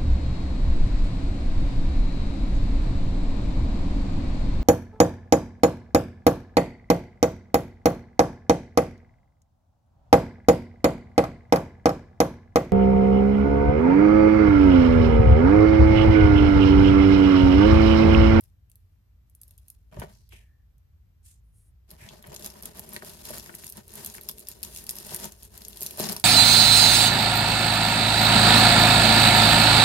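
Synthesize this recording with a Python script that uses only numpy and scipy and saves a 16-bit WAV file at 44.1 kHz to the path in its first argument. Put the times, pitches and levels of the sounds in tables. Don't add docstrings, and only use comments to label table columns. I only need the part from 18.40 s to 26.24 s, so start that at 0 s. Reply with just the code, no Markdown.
import sys
import numpy as np
from scipy import signal
from scipy.io import wavfile

SR = 44100
rng = np.random.default_rng(int(sys.argv[2]) if len(sys.argv) > 2 else 0)


def dump(signal):
    limited = np.clip(np.atleast_2d(signal).T, -1, 1)
    pcm = np.round(limited * 32767).astype(np.int16)
    wavfile.write(sys.argv[1], SR, pcm)


N = 345744

# (frequency [Hz], relative strength [dB], t60 [s])
BOARD_MODES = [(143.6, 3, 0.091), (213.72, 5, 0.074), (350, 3, 0.038), (427, 2, 0.043), (603.6, 4.5, 0.035),
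               (651, 5.5, 0.017), (807, -3.5, 0.037), (956, 1, 0.019), (1270, 0.5, 0.0097),
               (1500, -0.5, 0.018), (1833, 6.5, 0.0095), (2270, 6, 0.0084), (3100, 8, 0.0051)]

SPOT_FALL_DB, SPOT_MOST_DB = 6, 7
BEAD_FALL_DB = 56
KNOCK_MOST_DB = 12.5


def from_db(db):
    return 10 ** (np.asarray(db) / 20)


def rms_one(x):
    return x / np.sqrt(np.mean(x ** 2) + 1e-20)


def at_hz(points, hz):
    points = np.array(points)
    return np.interp(np.log(hz), np.log(points[:, 0]), points[:, 1])


def drift(rate_hz):
    r = np.exp(-80 * np.pi * rate_hz / SR)
    slow = signal.lfilter([1], [1, -2 * r, r * r], rng.standard_normal(N // 40 + 2002))
    slow = slow[2000:]
    return np.interp(np.arange(N) / 40, np.arange(len(slow)), rms_one(slow))


def high_pass(x, hz):
    return signal.sosfilt(signal.butter(2, hz, "high", fs=SR, output="sos"), x)


def bands():
    # (frequency [Hz], left-right correlation [-1 to 1])
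    likeness = [(40, 0.86), (90, 1), (180, 0.49), (500, 0), (5000, 0), (15000, 0.26)]
    edges = 25 * 2 ** np.arange(0, 9.6, 1 / 3)
    white = rng.standard_normal((2, 2, N))
    for k, (low, high) in enumerate(zip(edges, edges[1:])):
        band = signal.butter(2, [low, high], "band", fs=SR, output="sos")
        mid, side = signal.sosfilt(band, white[k % 2])
        hz = np.sqrt(low * high)
        alike = np.clip(at_hz(likeness, hz), -1, 1)
        yield hz, np.sqrt(1 + alike) * mid + np.sqrt(1 - alike) * side * [[1], [-1]]


def room_tone():
    # (frequency [Hz], relative density [dB per Hz])
    spectrum = [(25, -24), (40, -6.5), (57, 6), (75, -1.5), (95, 2), (130, -15), (200, -27), (320, -36.5),
                (700, -41.5), (2000, -46), (6000, -52), (10000, -57.5), (13000, -55), (15500, -104)]
    # (time [s], rms level [dB])
    rumble_level = [(0.0, -55), (0.59, -59.5), (1.64, -53), (2.27, -57), (7.84, -56)]
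    reference_db = -51.5
    rumble, hiss = 0, 0
    for hz, noise in bands():
        shaped = from_db(at_hz(spectrum, hz)) * noise
        if hz < 130:
            rumble = rumble + shaped
        else:
            hiss = hiss + shaped
    rumble_db = np.interp(np.arange(N) / SR, *np.transpose(rumble_level))
    return (from_db(rumble_db) * rumble + from_db(reference_db) * hiss) / np.std(rumble)


def whine():
    hz, rms_db = 12360, -86.5
    return from_db(rms_db) * np.sqrt(2) * np.sin(2 * np.pi * hz * np.arange(N) / SR)


def ring(x, hz, t60):
    r, w = from_db(-60 / (t60 * SR)), 2 * np.pi * hz / SR
    return signal.lfilter([0, np.sin(w)], [1, -2 * r * np.cos(w), r * r], x + 1e-18)


def strike(modes, at, size, pan_db, lag, spread_db, spot_hz=None, fall_db=SPOT_FALL_DB, most_db=SPOT_MOST_DB):
    out = np.zeros((2, N))
    own = np.tanh(rng.standard_normal((len(at), len(modes))))
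    late = np.clip(at + np.round(lag).astype(int), 0, N - 1)
    for k, (hz, mode_db, t60) in enumerate(modes):
        off_db = 0
        if spot_hz is not None:
            off_db = np.minimum(fall_db * np.log2(hz / spot_hz) ** 2, most_db)
        blow = (-1) ** k * size * from_db(mode_db + spread_db * own[:, k] - off_db)
        train = np.zeros((2, N))
        np.add.at(train[0], at, blow * from_db(pan_db / 2))
        np.add.at(train[1], late, blow * from_db(-pan_db / 2))
        out += ring(train, hz, t60)
    return out


def beads(at, small_db, large_db, spread_db, spot_hz=None, thin_hz=None):
    # (frequency [Hz], relative strength [dB])
    small_table = [(8700, 0.5), (9600, 4), (10500, 5), (11300, 7), (12100, 7.5), (12900, 2), (13900, -14.5),
                   (15000, -44)]
    large_table = [(2700, -8.5), (3400, -7), (4100, -3), (4700, -2), (5300, 0), (6000, -2.5), (6600, 1),
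                   (7400, -1.5)]
    small_cycles, large_cycles = 19, 22
    small_modes = [(hz, db, small_cycles / hz) for hz, db in small_table]
    large_modes = [(hz, db, large_cycles / hz) for hz, db in large_table]
    place = rng.standard_normal((len(at), 5))
    sign, pan_db = np.sign(place[:, 4]), 2 * place[:, 2]
    small_lag, large_lag = 0.63 * place[:, 0], 18.0 + 9.0 * place[:, 1]
    small = strike(small_modes, at, sign * from_db(small_db), pan_db - .8, small_lag, spread_db,
                   thin_hz, BEAD_FALL_DB)
    large = strike(large_modes, at, sign * from_db(large_db), pan_db + 5.0, large_lag, spread_db,
                   spot_hz, BEAD_FALL_DB)
    return high_pass(small, 5500.0) + high_pass(large, 1500)


def board(at, level_db, spread_db, spot_hz, most_db=SPOT_MOST_DB):
    place = rng.standard_normal((len(at), 3))
    size = np.sign(place[:, 2]) * from_db(level_db)
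    pan_db, lag = 1.3 + 1.66 * place[:, 0], 21.1 + 15.8 * place[:, 1]
    return strike(BOARD_MODES, at, size, pan_db, lag, spread_db, spot_hz, most_db=most_db)


def clumps(s, count, gap_s, fade_db_s, lead_db):
    luck = rng.random((len(s), 2, count))
    delay = np.cumsum(0.0004 + gap_s * luck[:, 0] ** 2, axis=1)
    delay = delay - delay[:, 1:2]
    loss_db = -(lead_db + 10 * luck[:, 1] + fade_db_s * delay + 3 * (delay < 0))
    loss_db[:, 1] = 0
    at = np.clip(((s[:, None] + delay) * SR).astype(int), 0, N - 1)
    return at.ravel(), loss_db


def click_clumps(s, small_db, large_db, spot_hz):
    at, loss_db = clumps(s, count=7, gap_s=0.0014, fade_db_s=1100.0, lead_db=6)
    thin_hz = np.repeat(rng.uniform(10940, 12950, len(s)), 7)
    small_db = (small_db[:, None] + loss_db).ravel()
    large_db = (large_db[:, None] + loss_db).ravel()
    return beads(at, small_db, large_db, 4.34, np.repeat(spot_hz, 7), thin_hz)


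def tugs(stretch, share):
    # (peak time [s], small-bead level [dB], rise [s], fall [s],
    # drag on the board [dB over the small beads, before share]); stretch lengthens the fall
    pulls = [(0.031, -72.5, 0.12, 0.058, -0.5), (0.33, -84, 0.033, 0.22, -6),
             (1.099, -76.5, 0.11, 0.27, 0.5), (1.33, -74, 0.12, 0.046, -21),
             (1.53, -65.5, 0.011, 0.029, 18.5), (1.596, -57.5, 0.027, 0.051, 16.5),
             (1.75, -67, 0.052, 0.036, 4.5), (1.931, -84, 0.015, 0.066, 23.5),
             (3.508, -60, 0.012, 0.062, 9.5), (3.685, -62.5, 0.066, 0.12, 12.5),
             (3.93, -61.5, 0.051, 0.056, 18), (4.055, -45, 0.072, 0.043, 3.5),
             (4.16, -63.5, 0.057, 0.11, 7), (4.256, -52, 0.033, 0.097, 4.5), (4.42, -57, 0.26, 0.098, 8),
             (4.552, -50.5, 0.084, 0.031, 4.5), (4.681, -47, 0.11, 0.053, 0.5),
             (4.912, -43.5, 0.093, 0.13, 1), (5.1, -59, 0.082, 0.11, -12), (5.27, -46.5, 0.11, 0.037, -5.5),
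             (5.38, -55.5, 0.023, 0.024, 8), (5.582, -48.5, 0.049, 0.17, 3), (5.77, -49, 0.17, 0.089, -7),
             (6, -53, 0.055, 0.049, -27), (6.11, -51, 0.062, 0.065, -0.5), (6.252, -53, 0.032, 0.075, 1),
             (6.37, -45.5, 0.066, 0.042, -11), (6.504, -49, 0.096, 0.17, 0), (6.744, -41, 0.076, 0.035, -2),
             (6.852, -43.5, 0.061, 0.042, 2.5), (6.97, -63.5, 0.046, 0.06, 0),
             (7.042, -53.5, 0.057, 0.03, -4.5), (7.166, -54, 0.044, 0.078, 0.5),
             (7.33, -57.5, 0.1, 0.066, -3), (7.427, -46, 0.089, 0.22, -4.5),
             (7.632, -37.5, 0.047, 0.073, 3), (7.717, -40, 0.033, 0.032, 7)]
    edge_db = 9
    t, power = np.arange(0, N, 20) / SR, 1e-14
    for s, peak_db, rise, fall, drag_db in pulls:
        away = np.where(t < s, (s - t) / rise, (t - s) / (fall * stretch))
        loss_db = edge_db * away * np.maximum(away / 2, 1)
        power = power + from_db(peak_db + share * drag_db - loss_db) ** 2
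    return np.interp(np.arange(N) / SR, t, 10 * np.log10(power))


def rattle():
    contacts_per_s, lesser_per_s = 2800, 26
    sparser = .6
    lesser_over_db = 10.5
    large_share_db, large_follows_drag = -0.5, 0.21
    drag_base_hz, drag_sinks = 1014, 0.021

    small_db = tugs(1, 0)
    board_db = tugs(1.014, 0.97)
    drag_db = board_db - small_db
    large_db = small_db + large_share_db + large_follows_drag * drag_db
    moving = small_db > -100

    thin_db = np.clip(sparser * (small_db + 50.0), -11.0, 0)
    rate = contacts_per_s * from_db(thin_db + 4.0 * drift(35.0))
    at = np.flatnonzero((rng.random(N) < rate / SR) & moving)
    size_db = 1.55 * np.minimum(rng.exponential(1, N), 5) + 1.86 * drift(16.0) - thin_db / 2
    sliding = beads(at, (size_db + small_db)[at] - 10.0, (size_db + large_db)[at] - 11.5, spread_db=11.5)

    snap = np.flatnonzero((rng.random(N) < lesser_per_s / SR) & moving)
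    lead_db = lesser_over_db + 7.1 * np.tanh(rng.standard_normal((len(snap), 2)))
    lesser = click_clumps(snap / SR, small_db[snap] + lead_db[:, 0], large_db[snap] + lead_db[:, 1] + 1.5,
                          rng.uniform(3900, 14000, len(snap)))

    drag_hz = drag_base_hz * 2 ** (-drag_sinks * drag_db[at])
    return sliding + lesser + board(at, (size_db + board_db)[at] - 21.0, 9.06, drag_hz)


def clear_clicks():
    # (time [s], small beads [relative dB], large beads [relative dB],
    # pitch the large beads favour [Hz])
    click_table = [(0.0093, -41.5, -59, 7500), (0.038, -44.5, -58, 7060), (0.299, -48, -62, 2990),
                   (0.316, -49, -53.5, 7170), (0.3565, -45, -55.5, 7580), (0.8981, -52, -71, 7560),
                   (0.951, -44, -77, 7580), (1.0156, -36.5, -68, 5360), (1.0332, -38, -49, 5630),
                   (1.0804, -45, -60, 5560), (1.109, -43, -51.5, 2970), (1.1789, -41.5, -59, 6800),
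                   (1.185, -62, -53, 3300), (1.2829, -38, -51.5, 6780), (1.3018, -36, -50.5, 5275),
                   (1.5979, -34, -40.5, 6060), (1.8915, -51, -55, 4690), (2.3812, -64, -66, 7125),
                   (3.5053, -35.5, -40, 4417), (3.5134, -39, -42.5, 4207), (3.689, -52, -31.5, 3672),
                   (3.8255, -40.5, -44.5, 3380), (3.871, -39, -48, 4150), (3.92, -54, -42, 6430),
                   (3.943, -35, -35, 5140), (3.948, -33, -40, 6500), (3.9629, -32, -28.5, 6500),
                   (3.9951, -36, -38, 3750), (4.053, -32.5, -33, 5043), (4.0615, -25, -28, 6404),
                   (4.1017, -38, -37.5, 5503), (4.2252, -33, -42, 5754), (4.2338, -34, -37, 4892),
                   (4.2563, -25, -29.5, 7255), (4.3715, -35, -38.5, 3400), (4.3945, -29.4, -38, 6800),
                   (4.4914, -33, -45, 2835), (4.534, -29, -54, 7140), (4.544, -31, -44, 4427),
                   (4.564, -34, -27.5, 3904), (4.852, -35, -39, 7444), (4.854, -30, -29, 3530),
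                   (4.9062, -28.5, -36, 4662), (4.9825, -32, -32, 7170), (5.0415, -37, -44, 5940),
                   (5.061, -41, -38.5, 5720), (5.1513, -29, -40, 5217), (5.2435, -31, -35, 7530),
                   (5.267, -26.5, -35.5, 6650), (5.2926, -32, -48, 6610), (5.2994, -28, -42, 6586),
                   (5.3236, -32, -38.5, 5343), (5.371, -31.5, -36.5, 3546), (5.4805, -41, -57, 6957),
                   (5.493, -46, -44, 3008), (5.505, -52, -43, 6695), (5.518, -48, -45, 6444),
                   (5.5382, -36, -43, 6935), (5.555, -30, -45, 4230), (5.6473, -26, -34, 4146),
                   (5.6617, -21, -30, 6574), (5.6729, -30, -42, 6660), (5.6996, -36, -33.2, 6943),
                   (5.7435, -32, -41, 6758), (5.7515, -32, -39, 6042), (5.8118, -32, -41, 4353),
                   (5.8341, -35, -51, 4783), (5.8885, -21.5, -24.5, 5267), (5.8952, -29, -27.5, 3533),
                   (5.913, -33, -40, 5386), (5.983, -33, -39, 2610), (5.994, -34, -43, 6900),
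                   (6.0027, -36, -45, 7590), (6.071, -38.5, -35, 5726), (6.0865, -23, -33, 4788),
                   (6.1153, -33, -33, 7486), (6.2302, -18.5, -28.5, 4720), (6.2343, -27, -26.5, 5424),
                   (6.2487, -33, -30.5, 6990), (6.3618, -32, -30, 6320), (6.373, -32, -34, 5280),
                   (6.3852, -40, -33, 7346), (6.4403, -33, -44.6, 7540), (6.467, -32, -35.5, 5216),
                   (6.4927, -20.5, -21.5, 5483), (6.5004, -25, -29, 7607), (6.5092, -23.5, -44, 7080),
                   (6.5555, -32, -47, 7500), (6.5659, -30, -42, 7553), (6.5855, -28.5, -28.5, 5687),
                   (6.6006, -30, -37, 4496), (6.667, -32, -44, 5130), (6.7464, -21.5, -33.7, 6196),
                   (6.7624, -24, -36, 5470), (6.8, -31, -47, 7456), (6.8431, -29, -25.5, 6397),
                   (6.8546, -29.5, -32.5, 5982), (6.9212, -37, -36.5, 6900), (7.0315, -34, -42, 7360),
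                   (7.0509, -37.5, -45, 6987), (7.1774, -33.5, -37, 7097), (7.2192, -37, -36, 4337),
                   (7.2503, -31, -31, 6353), (7.283, -25.5, -39, 7220), (7.3304, -43, -35.5, 3360),
                   (7.372, -32, -34.5, 4035), (7.4077, -23.5, -36, 4328), (7.417, -26, -27, 6776),
                   (7.4235, -22, -31, 5325), (7.432, -23, -34, 4540), (7.4635, -18.2, -21, 6330),
                   (7.5086, -24.5, -29, 2614), (7.5735, -35, -44, 7250), (7.5928, -27, -29, 4890),
                   (7.598, -18, -28, 4275), (7.605, -29, -19.5, 6986), (7.6144, -25.5, -30, 3977),
                   (7.6427, -38, -20, 5343), (7.6549, -43, -22, 4600), (7.6889, -27, -21.5, 5340),
                   (7.696, -22, -26, 4822), (7.7146, -33, -26, 4190), (7.722, -22, -28, 4870),
                   (7.7281, -23, -32, 6850), (7.7651, -25, -24.5, 4860), (7.7987, -27, -38, 4833)]
    s, small_db, large_db, spot_hz = np.transpose(click_table)
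    return click_clumps(s, small_db + 4.0, large_db + 1.06, spot_hz)


def knocks():
    # (time [s], strength [relative dB], pitch the spot favours [Hz])
    knock_table = [(1.525, -41, 620), (1.57, -34, 575), (1.605, -50, 1530), (1.618, -31, 960),
                   (1.622, -30, 1480), (1.618, -32, 644), (1.637, -32, 570), (1.923, -41.5, 2890),
                   (1.951, -47, 2700), (1.926, -62, 480), (3.515, -48, 610), (3.708, -46, 890),
                   (3.841, -39, 1996), (3.916, -38, 633), (3.997, -45, 595.7), (4.156, -42.5, 975),
                   (4.527, -38, 1181), (4.563, -27, 2000), (4.622, -30.5, 1551), (4.63, -32.5, 654.6),
                   (4.904, -32, 611), (4.934, -34, 1517), (5.062, -39, 1786), (5.094, -32.5, 1457),
                   (5.14, -39, 1934), (5.237, -39, 2400), (5.747, -37.5, 1730), (5.782, -36, 1779),
                   (5.892, -36.5, 1044), (6.49, -41.5, 2240), (6.663, -42.5, 582.4), (6.719, -34.5, 779.5),
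                   (6.749, -34.5, 1817), (6.841, -36, 928), (6.853, -35, 910), (7.416, -39.5, 591),
                   (7.581, -36, 614.6), (7.597, -19, 622.5), (7.642, -25, 859.6), (7.699, -31, 710),
                   (7.763, -32.5, 993)]
    soft_hz = 3880
    tone_db, lingers = -3.5, 1.44
    s, peak_db, spot_hz = np.transpose(knock_table)
    at, loss_db = clumps(s, count=6, gap_s=0.0045, fade_db_s=262.0, lead_db=6)
    level_db = peak_db[:, None] + loss_db
    blows = board(at, (level_db - 9.0).ravel(), 3.7, np.repeat(spot_hz, 6), KNOCK_MOST_DB)
    board_t60 = np.array(BOARD_MODES)[:, ::2]
    for row, row_db, hz in zip(at.reshape(loss_db.shape), level_db, spot_hz):
        spot = [(hz, tone_db, lingers * at_hz(board_t60, hz))]
        blows = blows + strike(spot, row[1:3], from_db(row_db[1:3]), 2.0, np.full(2, 12.0), 0)
    return signal.sosfilt(signal.butter(1, soft_hz, fs=SR, output="sos"), blows)


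def thumps():
    # (time [s], strength [relative dB], pitch of the upper mode [Hz])
    landings = [(1.567, -33, 115), (1.587, -26.5, 118), (3.529, -43, 149.8), (3.622, -42.5, 125),
                (3.645, -41, 108.7), (3.883, -39, 140)]
    out = np.zeros(N)
    for s, strength_db, hz in landings:
        push, start = np.zeros(N), int(s * SR)
        push[start:start + 130] = from_db(strength_db) * np.hanning(130) / 65
        out += ring(push, 65, .09) + ring(push, hz, .08)
    return high_pass(out, 55)


def in_time(tables):
    rows = []
    for table in tables:
        first, last = table[0], table[-1]
        rows += [(first[0] - .01, -130, *first[2:]), *table, (last[0] + .02, -130, *last[2:])]
    s, *columns = np.transpose(rows)
    return [np.interp(np.arange(N) / SR, s, c) for c in columns]


def brush_colour(hz, centre_hz):
    peak = from_db(-60.0 * np.log2(hz / centre_hz) ** 2)
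    return peak + from_db(-5.5 - 1.8 * np.log2(hz / 13000.0) ** 2 - 22.0 * (hz > 13000))


def brush():
    # (time [s], relative level [dB], centre of the peak [Hz])
    strokes = [
        [(1.64, -84, 2400), (1.76, -75, 5500), (1.88, -79.5, 4800)],
        [(1.9, -77, 2740), (1.93, -60, 2627), (1.97, -63.5, 2600), (2.05, -76.5, 2336), (2.12, -94, 1980)],
        [(2.83, -81, 8600), (2.856, -64, 9200), (2.92, -67, 8550), (3.0, -89, 7300)],
        [(3.58, -69, 2208), (3.62, -55.5, 2060), (3.68, -61.5, 2074), (3.72, -63, 4170), (3.8, -73, 4998)],
    ]
    level_db, centre_hz = in_time(strokes)
    hiss = 0
    for hz, noise in bands():
        if hz > 300:
            hiss = hiss + rms_one(noise) * brush_colour(hz, centre_hz)
    return from_db(level_db + 2.2 * drift(93.0)) * hiss


def narrow_hiss():
    # (start [s], end [s], level before fade [dB],
    # fade [dB/s], centre [Hz], width of one resonance [Hz])
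    hisses = [(1.93, 2.27, -71, 45, 1790, 170), (3.02, 3.15, -85, 0, 9700, 1500),
              (3.12, 3.32, -67, 45, 9800, 3000)]
    out, t = 0, np.arange(N) / SR
    for start, end, level_db, fade, hz, width in hisses:
        t60 = np.log(1000) / (np.pi * width)
        tone = rms_one(ring(ring(rng.standard_normal(N), hz, t60), hz, t60))
        on = np.clip(np.minimum(t - start, end - t) / .04, 0, 1)
        fade_db = fade * np.clip(t - start, 0, 1)
        out = out + on * from_db(level_db - fade_db + 2 * drift(20)) * tone
    return out


def pile():
    from_s, per_s = 3.88, 500
    base_db, favoured_hz = -66.5, 444
    follows = 0.29
    at = np.flatnonzero((rng.random(N) < per_s / SR) & (np.arange(N) > from_s * SR))
    level_db = base_db + follows * (tugs(1, 0)[at] + 55) + 2 * drift(5)[at]
    return board(at, level_db, 4.8, favoured_hz, KNOCK_MOST_DB)


def walls(x):
    t60_s, level_db = 0.12, -9.5
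    t = np.arange(int(.3 * SR)) / SR
    tail = rng.standard_normal((2, len(t))) * from_db(-60 * t / t60_s) * (t > .003)
    tail = tail / np.sqrt(np.sum(tail ** 2, axis=1, keepdims=True))
    return from_db(level_db) * signal.fftconvolve(x, tail, axes=1)[:, :N]


def scene():
    close = rattle() + clear_clicks() + knocks() + thumps() + pile()
    room = room_tone() + whine()
    return room + close + walls(high_pass(close, 207.0)) + brush() + narrow_hiss()


def record(dry):
    stop_hz = 16900
    return signal.sosfilt(signal.cheby2(12, 60, stop_hz, fs=SR, output="sos"), dry)


dry = scene()
out = record(dry)
dump(out)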